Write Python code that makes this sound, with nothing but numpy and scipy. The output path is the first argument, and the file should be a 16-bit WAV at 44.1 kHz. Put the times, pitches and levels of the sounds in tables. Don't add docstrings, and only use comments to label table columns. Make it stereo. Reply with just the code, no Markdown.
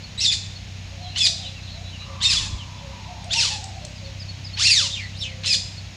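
import sys
import numpy as np
from scipy import signal
from scipy.fft import rfft, irfft, next_fast_len
from scipy.io import wavfile

SR = 44100
rng = np.random.default_rng(int(sys.argv[2]) if len(sys.argv) > 2 else 0)


def store_wav(level_fs):
    pcm = np.round(np.clip(np.atleast_2d(level_fs), -1, 1) * 32767)
    wavfile.write(sys.argv[1], SR, pcm.T.astype(np.int16))


N = 262836
TIME = np.arange(N) / SR
CUTOFF_HZ = 15600

# (time [s], climb [s], hold [s], tumble [s], start pitch [Hz],
# top pitch [Hz], break pitch [Hz], climb level [dB], top level [dB], break level [dB],
# held rasp [0-1], sliding rasp [0-1], odd harmonics [dB])
SCREAMS = [ (.175, 0.053, 0.016, 0.031, 1850, 2876, 2563, -23.5, -22, -19, 0.37, 0.46, -9.5),
           (0.294, 0.013, 0.017, 0.023, 2493, 2550, 2360, -36, -22, -18.5, 0.4, 0.6, -4.5),
           (1.152, .052, .048, 0.031, 800, 2680, 2420, -22, -29, -15.5, .26, 0.82, -5),
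           (2.202, .072, 0.033, 0.18, 1500, 2751, 2553, -20, -31, -19, .46, .66, -2),
           (3.297, .06, .041, 0.177, 1348, 2950, 2572, -22.5, -26, -19, .42, .66, -1),
           (4.565, .116, .117, .085, 780, 2800, 1600, -19, -17.5, -21.5, .34, .52, 2),
           (5.43, 0.051, 0.046, 0.033, 746, 2736, 2424, -20.5, -25, -16.5, 0.24, .75, -4)]
# (frequency [Hz], level [dB])
RASP_EQ = [(1200, -60), (1900, -6), (2600, -3.5), (4100, 9.5), (5200, -5.5), (6200, 0.5), (7300, 0.5),
           (8500, -10.5), (10000, -13.5), (13000, -45)]
def screams(jitter=0.0505, shake=0.83, beat=0.65, beat_hz=620, fade_db_per_s=102, beak_opens_s=0.033):
    out, size = np.zeros(N), SR // 2
    for start, climb, hold, tumble, *arch_hz, climb_db, top_db, break_db, held, sliding, odd_db in SCREAMS:
        t, gate, pitch = arch_pitch(climb, hold, tumble, *arch_hz, slack_hz=838, relax_s=.035)
        break_s, n = climb + hold, len(t)
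        level_db = np.interp(t, [0, .6 * climb, climb, break_s], [climb_db - 8, climb_db, top_db, break_db])
        level_db -= fade_db_per_s * np.maximum(t - break_s, 0)
        rasp_times = [climb, climb + .75 * hold, break_s, break_s + 0.028]
        rasp = np.interp(t, rasp_times, [sliding, held, held, sliding])
        tilt_db = 0.47 * np.minimum(level_db + 24, 0)
        tone = syrinx(pitch * (1 + jitter * rasp * flutter(size, 450)[:n]), tilt_db, odd_db)
        beat_rate = beat_hz * (1 + 0.2873 * flutter(size, 55.7)[:n])
        sidebands = 1 + beat * rasp * np.sin(phase_of(beat_rate))
        voice = np.sqrt(1 - rasp ** 2) * tone * sidebands + rasp * stereo_noise(RASP_EQ, size)[0, :n]
        beak = np.clip(t / beak_opens_s, 0, 1) ** 2
        voice = beak * voice + (1 - beak) * lowpass(voice, 3680)
        tremor = 1 + shake * rasp * np.tanh(flutter(size, 300)[:n])
        add(out, start, gate * from_db(level_db) * voice * tremor)
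    return out


# (frequency [Hz], level [dB])
THROAT_EQ = [(600, -24), (1200, -4), (2000, -9), (2700, 4.5), (3600, 4.5), (5000, 6), (6000, 2), (7300, -7),
             (8500, -13.5), (10000, -18.5), (12500, -39.5)]
def syrinx(pitch, tilt_db, odd_db):
    order = np.arange(1, 13)[:, None]
    source_db = tilt_db * np.log2(order) + odd_db * (order % 2)
    gains = from_db(at_hz(THROAT_EQ, order * pitch) + source_db) * (order * pitch < CUTOFF_HZ)
    tone = (gains * np.sin(order * phase_of(pitch))).sum(0)
    return tone / np.sqrt((gains ** 2).sum(0) / 2 + 1e-12)


# (time [s], length [s], start pitch [Hz], end pitch [Hz], level [dB])
SECOND_VOICE = [(.175, .035, 3850, 4000, -25), (.24, 0.073, 3870, 3280, -17.5),
                (1.15, 0.041, 2704, 3400, -27.5), (1.195, 0.039, 3553, 3300, -19.5),
                (2.21, .045, 3400, 4500, -21.5), (2.238, .046, 3750, 3595, -17),
                (2.36, .03, 3440, 3400, -23.5), (3.305, 0.036, 3260, 3980, -22.5),
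                (4.648, .04, 5000, 3400, -17.5), (4.695, .04, 5000, 4400, -18),
                (4.74, 0.067, 4165, 3250, -19.5)]
def second_voice():
    return glides(SECOND_VOICE, arch=.005, waver=0.013, waver_hz=380, overtone_db=-14.5)


# (time [s], climb [s], hold [s], tumble [s], start pitch [Hz], top pitch [Hz],
# break pitch [Hz], level [dB])
MEWS = [(4.895, 0.033, .022, .12, 3200, 3680, 3450, -31), (5.125, .075, .018, .135, 2744, 5405, 4900, -39),
        (5.204, 0.014, .03, 0.019, 3945, 3900, 2950, -28.5)]
def mews(jitter=0.04, swell_db_per_s=110, fade_db_per_s=60):
    out = np.zeros(N)
    for start, climb, hold, tumble, *arch_hz, level_db in MEWS:
        t, gate, pitch = arch_pitch(climb, hold, tumble, *arch_hz, slack_hz=1920, relax_s=.033)
        past_break = t - climb - hold
        swell_db = np.minimum(swell_db_per_s * past_break, -fade_db_per_s * past_break)
        tone = whistle(pitch * (1 + jitter * flutter(SR, 315)[:len(t)]), overtone_db=-13)
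        add(out, start, gate * from_db(level_db + swell_db) * tone)
    return lowpass(out, 7500)


# (time [s], level [dB])
BIRD_PIPS = [(.03, -37.5), (.55, -38.5), (4.039, -40.5), (4.282, -33), (4.53, -32), (5.025, -39),
             (5.77, -37)]
# (time [s], level [dB])
DOUBLE_CHIPS = [(3.954, -44), (4.196, -37.5), (4.442, -35.5)]
# (time [s], length [s], start pitch [Hz], end pitch [Hz], level [dB])
SLURS = [(1.01, 0.095, 4260, 3720, -41), (1.42, .07, 3300, 2810, -39.5), (1.45, 0.04, 3630, 4110, -34),
         (1.55, 0.059, 2880, 2440, -42), (1.83, .1, 3930, 3900, -43), (1.92, 0.062, 3110, 2630, -40),
         (1.98, .08, 3940, 3940, -40.5), (2.575, 0.073, 3470, 2590, -39)]
def small_birds(pip_s=0.035, pip_hz=4347, chip_s=.022, chip_hz=5200, chip_gap_s=0.019):
    pips = [(start, pip_s, pip_hz, pip_hz, db) for start, db in BIRD_PIPS]
    chips = [(start + delay, chip_s, chip_hz, end_hz, db)
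             for start, db in DOUBLE_CHIPS for delay, end_hz in [(0, 4680), (chip_gap_s, 4070)]]
    return (glides(pips, arch=.004, waver=0.0064)
            + glides(chips, arch=0.02, waver=0.0062)
            + glides(SLURS, arch=0.0085, waver=.018, waver_hz=300))


# (time [s], relative level [dB])
DRY_TICKS = [(3.243, -25), (3.6418, -20), (3.85, -19)]
def ticks(t60_s=0.019, trim_db=-7, size=SR // 10):
    out = np.zeros(N)
    decay_db = -60 * TIME[:size] / t60_s
    for start, level_db in DRY_TICKS:
        snap = stereo_noise([(1200, -33), (4500, 5), (8000, 4), (14000, -38)], size)[0]
        add(out, start, from_db(level_db + trim_db + decay_db) * snap)
    return out


def chatter(from_s, to_s, floor_db, count):
    when, length, height, slide, strength = rng.random((count, 5)).T
    starts = from_s + when * (to_s - from_s)
    from_hz = 2500 + 1900 * height
    to_hz = from_hz * (.72 + 0.32 * slide)
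    notes = zip(starts, 0.033 + 0.088 * length, from_hz, to_hz, floor_db + 4 * strength)
    return glides(notes, arch=0.0524, waver=0.027, waver_hz=310)


# (time [s], length [s], base pitch [Hz], level [dB])
FAR_WHOOPS = [(.95, 0.18, 627, -44.5), (1.22, 0.163, 593, -45), (1.37, 0.09, 660, -49),
              (1.73, 0.14, 601, -46.5), (3.06, 0.1, 615, -41.5), (3.24, 0.08, 610, -39),
              (3.335, 0.066, 773, -35), (3.49, 0.0935, 749, -36.5), (3.6, 0.12, 678, -41),
              (3.74, 0.059, 607, -41), (3.8, 0.089, 532, -45)]
# (time [s], length [s], start pitch [Hz], level [dB])
DOVE_COOS = [(.9, 0.11, 560, -50), (1.25, 0.54, 533.5, -57.5), (2.07, 0.079, 550, -45.5),
             (2.8, 0.13, 559, -45), (3.18, 0.46, 528, -49.5), (4.0, 0.11, 557, -47),
             (4.79, 0.117, 566, -46.5), (5.13, 0.58, 514, -50)]
def far_birds(coo_end_hz=530):
    whoops = [(start, length, hz, hz, db) for start, length, hz, db in FAR_WHOOPS]
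    coos = [(start, length, hz, coo_end_hz, db) for start, length, hz, db in DOVE_COOS]
    return glides(whoops, arch=0.155, waver=0.039) + glides(coos, arch=0.0066, waver=0.018)


# (time [s], pitch [Hz], level [dB])
WAIL_CURVE = [(2.0, 1140, -52.5), (2.15, 1098, -45), (2.6, 1031, -51.5), (3.25, 894, -50.5)]
def wail(width_hz=110, size=2 * SR):
    out = np.zeros(N)
    times, pitches, levels_db = np.transpose(WAIL_CURVE)
    t = times[0] + TIME[:size]
    gate = np.clip(np.minimum(t - times[0], times[-1] - t) / .008, 0, 1)
    phase = phase_of(np.interp(t, times, pitches))
    band = flutter(size, width_hz) * np.cos(phase) + flutter(size, width_hz) * np.sin(phase)
    add(out, times[0], gate * from_db(np.interp(t, times, levels_db)) * band)
    return out


# (time [s], third harmonic [Hz], relative level [dB])
ENGINE_DRIFT = [(0.0, 96.0, -40.5), (2.17, 91.4, -39.5), (2.79, 96.1, -40), (5.96, 96.2, -40.5)]
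EXHAUST_HARMONICS = [-51, -5, 2, -9.5, -10.5, -13, -19.5]
def engine(waver=.2, trim_db=-0.3):
    times, third_hz, levels_db = np.transpose(ENGINE_DRIFT)
    phase = phase_of(np.interp(TIME, times, third_hz) / 3)
    throb = sum(from_db(db) * np.cos(k * phase) * (1 + waver * flutter(next_fast_len(N), 2.1)[:N])
                for k, db in enumerate(EXHAUST_HARMONICS, 1))
    return np.sqrt(2) * from_db(np.interp(TIME, times, levels_db) + trim_db) * throb


# (time [s], relative level [dB])
BREEZE_CURVE = [(0.0, -54), (2.17, -61), (2.34, -52), (5.66, -63.5), (5.96, -62)]
# (time [s], level [dB])
GUST_PUFFS = [(2.35, -36.5), (2.43, -34), (2.54, -32)]
def wind(breeze_trim_db=4, puff_s=0.039, crossfeed=0.42, low_cut_hz=46):
    ports = np.array([flutter(next_fast_len(N), 43)[:N] for port in range(2)])
    low_cut = signal.butter(4, low_cut_hz, "high", fs=SR, output="sos")
    rumble = unit_rms(signal.sosfilt(low_cut, ports))
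    breeze = from_db(np.interp(TIME, *np.transpose(BREEZE_CURVE)) + breeze_trim_db)
    puffs = sum(from_db(db) * np.exp(-((TIME - centre) / puff_s) ** 2) for centre, db in GUST_PUFFS)
    return (breeze + puffs) * (rumble + crossfeed * rumble[::-1])


# (frequency [Hz], level [dB])
AIR_EQ = [(22, -38), (46, -2.5), (110, -0.5), (200, -8.5), (400, -23), (660, -17), (1300, -25.5),
          (2600, -17), (6600, -28.5), (9000, -40), (15500, -51)]
FOLIAGE_EQ = [(1400, -4), (2600, 8), (3200, 3), (4000, 9.5), (4700, 5), (5400, 6), (6000, 3), (6700, 6.5),
              (8500, -28), (13000, -40)]
def air_and_foliage():
    return from_db(-41.5) * stereo_noise(AIR_EQ) + from_db(-46.5) * stereo_noise(FOLIAGE_EQ)


# (frequency [Hz], left-right correlation [0-1])
CORRELATION = [(40, 1), (130, 0.96), (1000, 0.9), (4000, 0.7), (12000, 0.022)]
def stereo_noise(spectrum, size=N):
    padded = next_fast_len(size)
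    hz = np.fft.rfftfreq(padded, 1 / SR)
    mid, side = rfft(rng.standard_normal((2, padded))) * from_db(at_hz(spectrum, hz))
    alike = at_hz(CORRELATION, hz)
    ears = np.sqrt(1 + alike) * mid + np.sqrt(1 - alike) * side * [[1], [-1]]
    return unit_rms(irfft(ears, padded)[:, :size])


def woodland(x, near_db, far_db, near_t60_s=.22, far_t60_s=0.62, lag_samples=1.22):
    t = TIME[:SR]
    near = unit_rms(from_db(-60 * t / near_t60_s) * (1 - np.exp(-t / 0.00039)))
    far = unit_rms(from_db(-60 * t / far_t60_s) * (1 - np.exp(-t / 0.025)))
    scatter = stereo_noise([(2000, -3.5), (7500, 5.5), (12000, -2)], SR)
    response = scatter * np.hypot(from_db(near_db) * near, from_db(far_db) * far) / np.sqrt(SR)
    left, right = x + signal.fftconvolve(x[None], response, axes=1)[:, :N]
    return np.array([left, np.interp(TIME - lag_samples / SR, TIME, right)])


def arch_pitch(climb, hold, tumble, from_hz, top_hz, break_hz, slack_hz, relax_s):
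    t = np.arange(int((climb + hold + tumble) * SR)) / SR
    gate = np.clip(np.minimum(t / 0.0077, (t[-1] - t) / 0.011), 0, 1)
    rising = from_hz + (top_hz - from_hz) * np.sin(.5 * np.pi * t / climb) ** 2
    sagging = top_hz + (break_hz - top_hz) * (t - climb) / hold
    falling = slack_hz + (break_hz - slack_hz) * np.exp((climb + hold - t) / relax_s)
    return t, gate, np.select([t < climb, t < climb + hold], [rising, sagging], falling)


def glides(notes, arch, waver, waver_hz=90, overtone_db=-40):
    out = np.zeros(N)
    unsteady = 1 + waver * flutter(SR, waver_hz)
    for start, length, from_hz, to_hz, level_db in notes:
        progress = np.linspace(0, 1, int(length * SR))
        swell = np.sin(np.pi * progress)
        wobble = np.roll(unsteady, rng.integers(SR))[:len(progress)]
        pitch = (from_hz + (to_hz - from_hz) * progress) * (1 + arch * swell) * wobble
        add(out, start, from_db(level_db) * swell * whistle(pitch, overtone_db))
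    return out


def whistle(pitch, overtone_db):
    phase = phase_of(pitch)
    return np.sqrt(2) * (np.sin(phase) + from_db(overtone_db) * np.sin(2 * phase))


def flutter(size, width_hz):
    hz = np.fft.rfftfreq(size, 1 / SR)
    return unit_rms(irfft(rfft(rng.standard_normal(size)) / (1 + (hz / width_hz) ** 2), size))


def phase_of(hz):
    return 2 * np.pi * np.cumsum(hz) / SR


def at_hz(points, hz):
    freqs, values = np.transpose(points)
    return np.interp(np.log(np.maximum(hz, 1)), np.log(freqs), values)


def lowpass(x, edge_hz):
    return signal.sosfilt(signal.butter(2, edge_hz, fs=SR, output="sos"), x)


def panned(x, left_db):
    return x * from_db(left_db * np.array([[.5], [-.5]]))


def from_db(db):
    return 10 ** (np.asarray(db) / 20)


def unit_rms(x):
    return x / np.sqrt(np.mean(x ** 2) + 1e-20)


def add(track, start, sound):
    i = int(start * SR)
    track[i:i + len(sound)] += sound[:max(N - i, 0)]


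def scene():
    lead = woodland(screams() + second_voice(), near_db=-2.5, far_db=-10)
    close = woodland(small_birds() + ticks(), near_db=-10, far_db=-14)
    flock = chatter(0, 4.9, floor_db=-58, count=60) + chatter(1.0, 2.0, floor_db=-47.5, count=16)
    middle = panned(woodland(mews() + flock, near_db=2.5, far_db=-22), left_db=2.5)
    distant = panned(woodland(far_birds(), near_db=-4, far_db=-1), left_db=2.5)
    distant += panned(woodland(wail(), near_db=4.5, far_db=-4), left_db=4.5)
    bed = panned(air_and_foliage() + engine(), left_db=0.5) + panned(wind(), left_db=2)
    return panned(lead, left_db=1.1) + close + from_db(-2) * middle + from_db(-1) * distant + bed


def record(dry):
    return signal.sosfilt(signal.ellip(10, .1, 80, CUTOFF_HZ, fs=SR, output="sos"), dry)


dry = scene()
out = record(dry)
store_wav(out)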